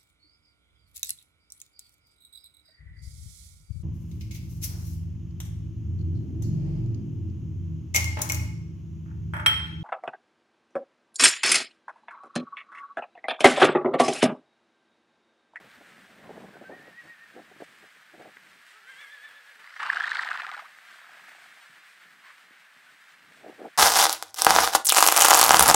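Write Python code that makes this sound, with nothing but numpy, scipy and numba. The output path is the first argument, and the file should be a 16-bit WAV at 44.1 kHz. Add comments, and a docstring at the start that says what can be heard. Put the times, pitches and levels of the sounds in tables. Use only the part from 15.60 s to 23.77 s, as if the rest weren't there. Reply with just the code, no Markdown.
"""Horses in dry grass

A herd walks over an open plain: legs brush the stalks, hooves thud softly, and a breeze buffets the
microphone now and then. Thin, quavering whinnies come from far off, each a high whistle over a lower
voice. A near horse snorts loudly, its nostrils popping, rasping and squealing as they flutter in the
rush of air, and another follows faintly."""
import sys
import numpy as np
from scipy import signal
from scipy.fft import rfft, irfft, next_fast_len
from scipy.io import wavfile
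from scipy.ndimage import uniform_filter1d, map_coordinates
from numba import njit

SR = 44100
rng = np.random.default_rng(int(sys.argv[2]) if len(sys.argv) > 2 else 0)


def pcm_store(signal):
    """Save signal as 16-bit PCM."""
    levels = np.round(np.clip(np.atleast_2d(signal), -1, 1) * 32767)
    wavfile.write(sys.argv[1], SR, levels.astype(np.int16).T)


N = 360297
TIME = np.arange(N) / SR


def undb(db):
    """Decibels to gain."""
    return 10 ** (np.asarray(db) / 20)


def unit(x):
    """Scale to rms 1."""
    return x / np.sqrt(np.mean(x ** 2))


def noise():
    """White noise."""
    return rng.standard_normal(N)


def walk(rate_hz):
    """Smooth random modulation, rms 1."""
    t = TIME[::8]
    smooth = map_coordinates(rng.standard_normal(len(t)), [t * rate_hz], order=2, mode="wrap")
    return unit(np.interp(TIME, t, smooth))


def curves(table):
    """An automation curve for each column after the time."""
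    times, *columns = np.transpose(table)
    return [np.interp(TIME, times, column) for column in columns]


def during(table):
    """A soft-edged gate, open from a table's first time to its last."""
    return uniform_filter1d(1. * ((TIME > table[0][0]) & (TIME < table[-1][0])), size=300)


def bursts(table):
    """Envelope of rounded swells."""
    return np.sqrt(sum(undb(2 * db) * np.exp(-np.minimum(np.abs(2 * (TIME - s) / length) ** 3, 50))
                       for s, length, db in table))


def colour(x, spectrum):
    """Minimum-phase EQ of unit power: the spectrum sets only the tone."""
    hz, db = np.transpose(spectrum)
    grid = np.maximum(np.fft.rfftfreq(4096, 1 / SR), 1)
    cepstrum = irfft(np.log(undb(np.interp(np.log(grid), np.log(hz), db))))
    half = len(cepstrum) // 2
    response = irfft(np.exp(rfft(np.r_[cepstrum[0], 2 * cepstrum[1:half], np.zeros(half)])))
    return signal.fftconvolve(x, response / np.linalg.norm(response))[:N]


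@njit
def resonate(x, hz, q):
    """Band-pass with a moving centre."""
    y, band, low = np.empty(len(x)), 0., 0.
    for i in range(len(x)):
        g = np.tan(np.pi * hz[i] / SR)
        v = (band + g * (x[i] - low)) / (1 + g * (g + 1 / q))
        band, low, y[i] = 2 * v - band, low + 2 * g * v, v / q
    return y


def singing_band(hz, q, steadiness):
    """Air ringing in a resonance: steadiness 0 is ringing noise, 1 an even tone."""
    band = resonate(resonate(noise(), hz, q), hz, q)
    strength = np.sqrt(np.abs(uniform_filter1d(band ** 2, size=90)) + 1e-12)
    return unit(band / strength ** steadiness)


def scatter(x, decay_s):
    """A short diffuse tail, as from grass and bodies."""
    t = TIME[:SR // 2]
    tail = rng.standard_normal(len(t)) * np.exp(-t / decay_s)
    return signal.fftconvolve(x, tail / np.linalg.norm(tail))[:N]


def crunches(steps_per_s=9, attack_s=.0047, decay_s=.023):
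    """Envelope of hooves crushing dry grass at random moments."""
    steps = (rng.random(N) < steps_per_s / SR) * undb(3 * np.tanh(noise()))
    t = TIME[:SR // 4]
    return signal.fftconvolve(steps, np.exp(-t / decay_s) * np.minimum(t / attack_s, 1))[:N]


# Tone of brushed grass and of brittle stalks: freq_hz, gain_db
GRASS_EQ = [(30, -63), (90, -46), (160, -35.5), (350, -26.5), (650, -12.5), (1000, -9.5), (1350, -2.5),
            (1700, 2), (2500, -6.5), (4200, -14.5), (6200, -22), (10000, -27.5), (15500, -30)]
STALK_EQ = [(60, -70), (500, -31), (1300, -14.5), (2000, 8.5), (4000, -1.5), (6200, -8.5), (8500, -8.5),
            (15000, -23)]
# Legs sweeping through nearer stalks: centre_s, length_s, level_db
SWISHES = [(.27, 0.074, -71), (2.043, 0.016, -59), (2.11, 0.18, -66.5), (3.1, 0.065, -62.5),
           (3.41, 0.18, -62), (5.35, 0.11, -70), (5.8, 0.13, -63.5), (5.99, 0.11, -65), (6.31, 0.11, -66),
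           (7.77, 0.09, -64)]


def grass(level_db):
    """Legs brush and crush dry stalks into a grainy rustle."""
    grains = np.minimum(rng.exponential(size=(2, N)), 5)
    brush = colour(unit(noise() * undb(2.5 * grains[0])), GRASS_EQ) * undb(level_db + .43 * walk(19))
    crunch = colour(unit(noise() * undb(4 * grains[1])), GRASS_EQ) * crunches() * undb(level_db - 2.5)
    crackle = colour(unit(noise() * undb(3.1 * grains[1])), STALK_EQ)
    crackle *= undb(level_db - 13 + 4.8 * np.tanh(walk(9))) + bursts(SWISHES)
    return brush + crunch + crackle


# Nearer hoof falls: start_s, level_db
HOOF_FALLS = [(2.766, -59), (2.87, -76), (6.096, -64), (6.453, -67), (6.84, -70), (6.908, -62.5),
              (7.161, -69), (7.32, -69)]
# Dull tone of turf: freq_hz, gain_db
THUD_EQ = [(30, -48), (90, -13.5), (160, 6), (350, 2.5), (700, -6.5), (1500, -12), (5000, -30)]


def hooves(swell_db, tread_db=-82, decay_s=.014):
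    """Single hooves land on turf over the soft tread of the herd."""
    falls = sum(undb(db) * (TIME > s) * np.exp(-np.abs(TIME - s) / decay_s) for s, db in HOOF_FALLS)
    tread = undb(tread_db + swell_db + 7.8 * np.tanh(walk(12)))
    return colour(noise() * (falls + tread), THUD_EQ)


def herd(rustle_db=-56.5, pass_db=3.5, pass_at_s=4.97, pass_width_s=1.56):
    """Rustle and tread swell as the nearest horses go by."""
    swell_db = pass_db * np.exp(-((TIME - pass_at_s) / pass_width_s) ** 2) - .17 * walk(1.38)
    return grass(rustle_db + swell_db) + hooves(swell_db)


# Breaths of wind, and the hardest eddies in them: centre_s, length_s, level_db
GUSTS = [(0, 0.15, -58.5), (.36, 0.44, -63), (.75, 0.31, -52.5), (1.12, 0.36, -58), (1.47, 0.076, -58),
         (1.9, 0.37, -64.5), (2.23, 0.076, -65.5), (2.3, 0.98, -80.5), (2.62, 0.14, -59.5),
         (2.9, 0.16, -69), (7.85, 0.35, -64.5)]
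EDDIES = [(0.216, 0.014, -54.5), (0.694, 0.0052, -43.5), (.708, 0.01, -41), (.776, 0.013, -44.5),
          (0.844, 0.0091, -47), (0.953, 0.043, -52), (1.014, 0.0029, -42), (1.023, 0.016, -51),
          (1.041, 0.0039, -43.5), (1.101, 0.016, -41), (1.126, 0.03, -46), (1.282, 0.021, -51.5),
          (1.781, 0.052, -47), (1.919, 0.01, -52), (2.005, 0.0049, -42.5), (2.022, 0.019, -43.5),
          (2.236, 0.015, -51.5), (2.364, 0.014, -65), (2.546, 0.013, -48.5), (2.604, 0.059, -52.5),
          (2.67, 0.036, -50), (7.878, 0.085, -48.5), (8.01, 0.042, -43.5), (8.053, 0.049, -43)]
# Tone of the four wind layers: freq_hz, gain_db
BREEZE_EQ = [(25, -20), (65, -10), (130, 2), (200, 9.5), (350, -2), (750, -1.5), (1100, -4.5), (3000, -45)]
BUFFET_EQ = [(25, -38), (60, -53), (110, -16), (180, -3.5), (300, 8), (520, 5), (780, 5), (1000, -16),
             (1400, -10), (4000, -69)]
WHOOSH_EQ = [(60, -57), (250, -32.5), (450, -4.5), (750, -5.5), (900, -15), (1100, -22), (3000, -52.5)]
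JOLT_EQ = [(40, -51), (130, -25), (280, 5), (520, 2), (780, -3), (1050, -14), (3000, -53)]


def wind(strong_db=-42, calm_db=-88):
    """Turbulence at the microphone: low flutter and ragged buffets, brighter the harder they hit."""
    gusts = bursts(GUSTS)
    flutter = colour(unit(noise() * undb(2 * walk(45))) * (gusts + undb(calm_db)), BREEZE_EQ)
    small_eddies = gusts * undb(-4) * unit(undb(5 * np.tanh(walk(40))))
    strength = np.hypot(bursts(EDDIES), small_eddies) / undb(strong_db) * unit(undb(3 * walk(250)))
    buffet = colour(noise() * strength ** .95, BUFFET_EQ)
    whoosh = colour(noise() * strength ** 1.6, WHOOSH_EQ) * undb(-1.5)
    # the core of each hard eddy lands as one dull pressure pulse
    pulses = sum(undb(db) * (np.arange(N) == int((s - .0015) * SR)) for s, _, db in EDDIES)
    jolts = undb(16.5) * colour(pulses, JOLT_EQ)
    return flutter + undb(strong_db) * (buffet + whoosh) + jolts


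def whinny(course, crest_s, voice_db, quaver_hz=8.25, quaver_depth=.063, voice_ratio=.33):
    """A quavering whistle rides over the vocal folds' lower voice; they couple in hoarse sidebands."""
    crest_hz, level_db, dip_db, octave_db, hoarse_db = curves(course)
    dip = (1 - np.cos(2 * np.pi * quaver_hz * (TIME - crest_s))) / 2
    pitch = crest_hz * (1 - quaver_depth * dip ** 1.3 + .004 * walk(45))  # lingers on each crest
    high = 2 * np.pi * np.cumsum(pitch * (1 + .00786 * walk(220))) / SR
    low = 2 * np.pi * np.cumsum(pitch * voice_ratio * (1 - .13 * dip) * (1 + .027 * walk(200))) / SR
    octave = undb(octave_db + 2 * walk(150)) * np.sin(2 * high + .47 * walk(450))
    voice = np.sin(low) + 1.1 * np.sin(2 * low) + np.sin(3 * low + .79 * walk(200))
    voice *= undb(voice_db - dip_db * dip / 3)
    sidebands = np.sin(high + low + .38 * walk(400))
    sidebands += .2 * np.sin(high - low) + .18 * np.sin(2 * high - low)
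    hoarse = undb(hoarse_db) * (sidebands + undb(-5) * colour(noise(), GRASS_EQ))
    envelope = np.sqrt(2) * undb(level_db - dip_db * dip + 1.5 * np.tanh(walk(130)))
    return ((np.sin(high) + octave + hoarse) * envelope + voice) * during(course)


# Contours of the far calls: time_s, crest_pitch_hz, level_db, quaver_dip_db, octave_db, hoarse_db
FAINT_WHINNY = [(.2, 1485, -62, 7, -20, -18), (.28, 1424, -64, 0, -20, -18), (.43, 1223, -66, 3, -20, -16)]
THIN_WHINNY = [(1.11, 1844, -51, 5, -30, -20), (1.15, 1868, -49, 5, -35, -24),
               (1.27, 1910, -56.5, 2.7, -32, -22), (1.35, 1910, -48, 10, -30, -22),
               (1.39, 1908, -43.5, 29, -35, -23), (1.51, 1893, -44, 16, -37, -22),
               (1.635, 1840, -49.5, 18, -33, -20), (1.7, 1830, -60, 20, -30, -20)]
HOARSE_WHINNY = [(3.12, 1273, -66, 8, -22, -15), (3.175, 1303, -56.5, 19, -26, -22),
                 (3.24, 1430, -60, 6, -20, -7), (3.3, 1598, -48, 4.8, -15, -7.5),
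                 (3.41, 1720, -52.5, 4, -3.5, -2), (3.47, 1734, -49.5, 5.5, -11, -1),
                 (3.53, 1740, -47, 7.4, -11, -16), (3.655, 1765, -46, 11.3, -11.5, -13.5),
                 (3.78, 1735, -49.5, 13.5, -12.5, -17), (3.9, 1700, -52, 18, -19, -22),
                 (4.03, 1330, -65, 12, -24, -10)]


def whinnies():
    """Three calls from far across the plain."""
    return (whinny(FAINT_WHINNY, crest_s=.26, voice_db=-79)
            + whinny(THIN_WHINNY, crest_s=1.39, voice_db=-82)
            + whinny(HOARSE_WHINNY, crest_s=3.534, voice_db=-72))


# Brief far squeaks: centre_s, length_s, pitch_hz, glide_hz_per_s, level_db
SQUEAKS = [(0.958, 0.028, 1520, 2500, -53), (1.067, 0.034, 1553, 708, -47),
           (1.74, 0.0347, 1560, 1800, -56.5), (7.284, 0.0296, 1494, 491, -54)]


def squeaks():
    """The whinny's whistle alone, in short rising notes."""
    out = np.zeros(N)
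    for s, length, hz, glide, db in SQUEAKS:
        pitch = (hz + glide * np.clip(TIME - s, -length, length)) * (1 + .0063 * walk(200))
        out += np.sin(2 * np.pi * np.cumsum(pitch) / SR) * bursts([(s, length, db)])
    return out


# Dry ticks: centre_s, length_s, level_db
TICKS = [(2.77, 0.0032, -43), (4.165, 0.0055, -37.5), (5.187, 0.00075, -36.5), (5.717, 0.0028, -52)]
# Their sharp tone: freq_hz, gain_db
TICK_EQ = [(50, -27), (250, -29), (900, -1), (1900, 13), (2500, 2), (5000, -21), (15000, -52)]


def ticks():
    """Tiny dry snaps of noise, from the herd and from the near horse's nostrils as its flutter starts."""
    return colour(noise() * bursts(TICKS), TICK_EQ)


def flaps(rates, opens_s):
    """Nostril flutter: flap number, phase from 0 to 1, and rough seconds since opening."""
    rate, = curves(rates)
    turns = np.cumsum(rate) / SR
    turns -= np.interp(opens_s, TIME, turns)
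    phase = turns % 1
    return (np.floor(turns) - np.floor(turns[0])).astype(int), phase, phase / rate


# One flap of the nostrils: cycle_share, flow_db, resonance_hz, hiss_db
FLAP_SHAPE = [(0, -15.5, 806, -1.5), (.17, -3, 860, -11), (.4, -2, 1165, 0), (.6, 3.5, 1520, -3),
              (.72, 1, 1710, -12), (.8, -5.5, 1750, -6), (.94, -11, 1370, -25), (1, -19, 900, 0)]
# Tone of the rushing breath and its hiss: freq_hz, gain_db
BREATH_EQ = [(40, -64), (90, -60), (150, -28), (270, -27.5), (520, -26.5), (750, -10.5), (1100, -3),
             (1600, 3.5), (2000, -3), (2500, -9.5), (4100, -20.5), (5000, -23), (6500, -34), (15500, -53.5)]
HISS_EQ = [(500, -40), (2000, -6), (3000, 5.5), (4500, 4), (6300, -11), (8500, -11), (11000, -41),
           (15500, -40)]


def nostril_air(phase, swing, tension, detune, nasal_db, nose_db, rest_hz=1290):
    """Rasping breath: one resonance sweeps with the gap, one follows tension, the nose rings on."""
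    share, *columns = np.transpose(FLAP_SHAPE)
    flow_db, gap_hz, jet_db = (np.interp(phase, share, column) for column in columns)
    rush = colour(unit(noise() * undb(2.5 * walk(400))), BREATH_EQ)
    sweep_hz = rest_hz * (gap_hz / rest_hz) ** swing
    wander = np.exp(.065 * detune + .041 * walk(180))
    nasal = singing_band(sweep_hz * tension ** .28 * wander, q=3.7, steadiness=.55)
    nasal *= undb(nasal_db + 7 * np.log2(sweep_hz / 1500))
    upper = undb(-12 + jet_db * swing / 2) * singing_band(3900 * tension ** 2, 6.3, .16) / tension
    nose = undb(nose_db) * tension ** 2 * singing_band(1620 * np.exp(.025 * walk(60)), 5.3, .55)
    hiss = colour(unit(noise() * undb(4.8 * walk(500))), HISS_EQ)
    hiss *= undb(-8.5 + jet_db * swing) * tension ** 3
    chop = undb(flow_db * swing * np.sqrt(np.minimum(tension, 1)))  # shallower when slack
    wet_rasp = unit(undb(1.5 * np.tanh(walk(450))))
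    return ((rush + nasal) * chop + nose + upper + hiss) * wet_rasp


def nostril_squeal(phase, tension, detune, base_hz=1860, peak_phase=.68):
    """The narrowing slit gives a ragged whistle just before it shuts."""
    closing = phase - peak_phase
    pitch = base_hz * np.sqrt(tension) * np.exp(.85 * closing + .05 * detune + .05 * walk(600))
    width = np.where(closing < 0, .08, .038)  # swells, then cuts off faster
    envelope = np.exp(-(closing / width) ** 2) * undb(3 * np.tanh(walk(550)))
    return np.sin(2 * np.pi * np.cumsum(pitch) / SR) * envelope


def snort(rates, effort, swings, slap_eq, opens_s, slap_db, pop_s, hollow_db, nasal_db, nose_db,
          squeal_gain=0):
    """Forced breath flaps the nostrils: each cycle pops open, passes air and may squeal shut."""
    flap, phase, age_s = flaps(rates, opens_s)
    air_db, tension = curves(effort)
    swing, smack_db = curves(swings)
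    squeal_detune, nasal_detune = rng.standard_normal((flap[-1] + 1, 2))[flap].T
    air = nostril_air(phase, swing, tension, nasal_detune, nasal_db, nose_db) * undb(air_db)
    squeal = nostril_squeal(phase, tension, squeal_detune) * squeal_gain
    # each opening is a fleshy pop with a wet spatter
    pop = np.diff(flap, prepend=0)
    spatter = 1.5 * noise() * np.exp(-age_s / pop_s) * np.sqrt(2 / (pop_s * SR))
    smack = undb(air_db + smack_db)
    slap = colour((pop + spatter) * tension ** 2 * smack * undb(slap_db), slap_eq)
    # the slacker the nostrils, the more the nose rings hollow after the pop
    hollow_hz = np.full(N, 740.)
    hollow = resonate(singing_band(hollow_hz, 3.1, .41) * np.exp(-age_s / .0046), hollow_hz, 3.)
    hollow *= smack * undb(hollow_db) / tension ** 4
    return (air + squeal + slap + hollow) * during(effort)


# Flutter speed, sagging as the air runs out: time_s, rate_hz
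NEAR_FLAPS = [(4.15, 31), (4.32, 31), (4.35, 27), (4.44, 27.6), (4.52, 26.2), (4.6, 25.9), (4.8, 21.9),
              (4.95, 19.6), (5.15, 13)]
FAR_FLAPS = [(5.27, 35), (5.39, 32.5), (5.44, 39.5), (5.6, 39), (5.67, 30.3), (5.76, 30), (5.81, 26.5),
             (6.0, 26)]
# Push of the breath and tightness of the nostrils: time_s, air_db, tension_ratio
NEAR_EFFORT = [(4.03, -55.5, 1.04), (4.189, -55, 1.22), (4.2, -33.5, 0.84), (4.361, -34, 0.85),
               (4.579, -36, 1.075), (4.718, -36, 0.82), (4.868, -40, .8), (4.98, -41.5, 0.67),
               (5.059, -52, 0.69), (5.151, -73, 1.1)]
FAR_EFFORT = [(5.27, -52.5, 0.89), (5.42, -57.5, 1), (5.6, -56, 0.76), (5.68, -73, 0.54),
              (5.73, -56.5, 0.79), (5.86, -59, 0.83), (5.91, -72, 1), (5.98, -61.5, 0.69),
              (6.22, -82, 0.64)]
# How fully the nostrils swing and slap: time_s, swing_share, smack_db
NEAR_SWING = [(4.17, .2, -18), (4.21, .55, -16), (4.31, .8, -12), (4.345, 1, -2), (4.52, 1, -4),
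              (4.57, 1, 0), (4.6, 1, -3), (4.73, 1, -1), (4.86, 1, 3.5), (5.06, 1, 2)]
FAR_SWING = [(5.33, 0.65, -9), (5.38, 0.94, 0.5)]
# Tone of the fleshy slap: freq_hz, gain_db
NEAR_SLAP_EQ = [(40, -65), (150, -28), (300, -22), (550, -9), (760, -12), (1050, -10), (1750, 16.5),
                (2500, 0), (4100, 0.5), (5500, -19), (8500, -21.5), (11000, -39), (15500, -36)]
FAR_SLAP_EQ = [(50, -50), (150, -33), (450, -20), (700, 2.5), (1050, -3), (1700, 6.5), (3000, -17),
               (8000, -36), (15500, -48)]
# The near squeal, shrieking in under high pressure and catching again: time_s, level_db
SQUEAL_LEVEL = [(4.28, -40), (4.3, -11.5), (4.335, -19), (4.41, -19), (4.48, -16.5), (4.52, -19),
                (4.555, -31), (4.596, -15.5), (4.635, -24), (4.675, -29), (4.715, -23), (4.76, -36),
                (4.8, -48)]


def snorts():
    """A near horse blows hard enough to squeal; a farther one answers with a soft flutter."""
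    squeal_db, = curves(SQUEAL_LEVEL)
    near = snort(NEAR_FLAPS, NEAR_EFFORT, NEAR_SWING, NEAR_SLAP_EQ, opens_s=4.5695, slap_db=23,
                 pop_s=.0011, hollow_db=-10.5, nasal_db=0, nose_db=-6, squeal_gain=undb(squeal_db))
    far = snort(FAR_FLAPS, FAR_EFFORT, FAR_SWING, FAR_SLAP_EQ, opens_s=5.716, slap_db=26,
                pop_s=.0054, hollow_db=-1, nasal_db=-17, nose_db=-10)
    return near + far


# A puff of breath: centre_s, length_s, level_db
HUFFS = [(6.68, 0.076, -50.5)]
# Its nasal tone: freq_hz, gain_db
HUFF_EQ = [(40, -49), (300, -20), (800, -10), (1100, 6.5), (1400, 3), (1750, 6.5), (2600, -3), (5000, -18),
           (12000, -36)]


def huff():
    """One short blow through the nose."""
    return colour(noise() * bursts(HUFFS), HUFF_EQ)


def scene():
    """Horses, grass and wind reach two closely spaced microphones almost alike."""
    calls = whinnies() + squeaks()
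    calls += undb(-14) * scatter(calls, decay_s=.025)
    horses = calls + huff() + ticks() + snorts()
    mid = horses + undb(-22) * scatter(horses, decay_s=.05) + herd() + wind()
    # a small, flickering phase difference gives a little width
    side = undb(-18) * np.imag(signal.hilbert(mid, next_fast_len(N)))[:N] * walk(60)
    return np.array([mid + side, mid - side])


# Ringing of the microphone ports: centre_hz, width_hz, boost_db
PORT_PEAKS = [(8360, 1200, 4.5), (12400, 1100, 3.5)]


def record(dry):
    """The microphone ports ring in the treble; the top is cut at 15.7 kHz."""
    out = dry
    for hz, width, db in PORT_PEAKS:
        out = out + (undb(db) - 1) * signal.lfilter(*signal.iirpeak(hz, hz / width, fs=SR), out)
    return signal.sosfilt(signal.ellip(10, .2, 70, 15700, fs=SR, output="sos"), out)


dry = scene()
out = record(dry)
pcm_store(out)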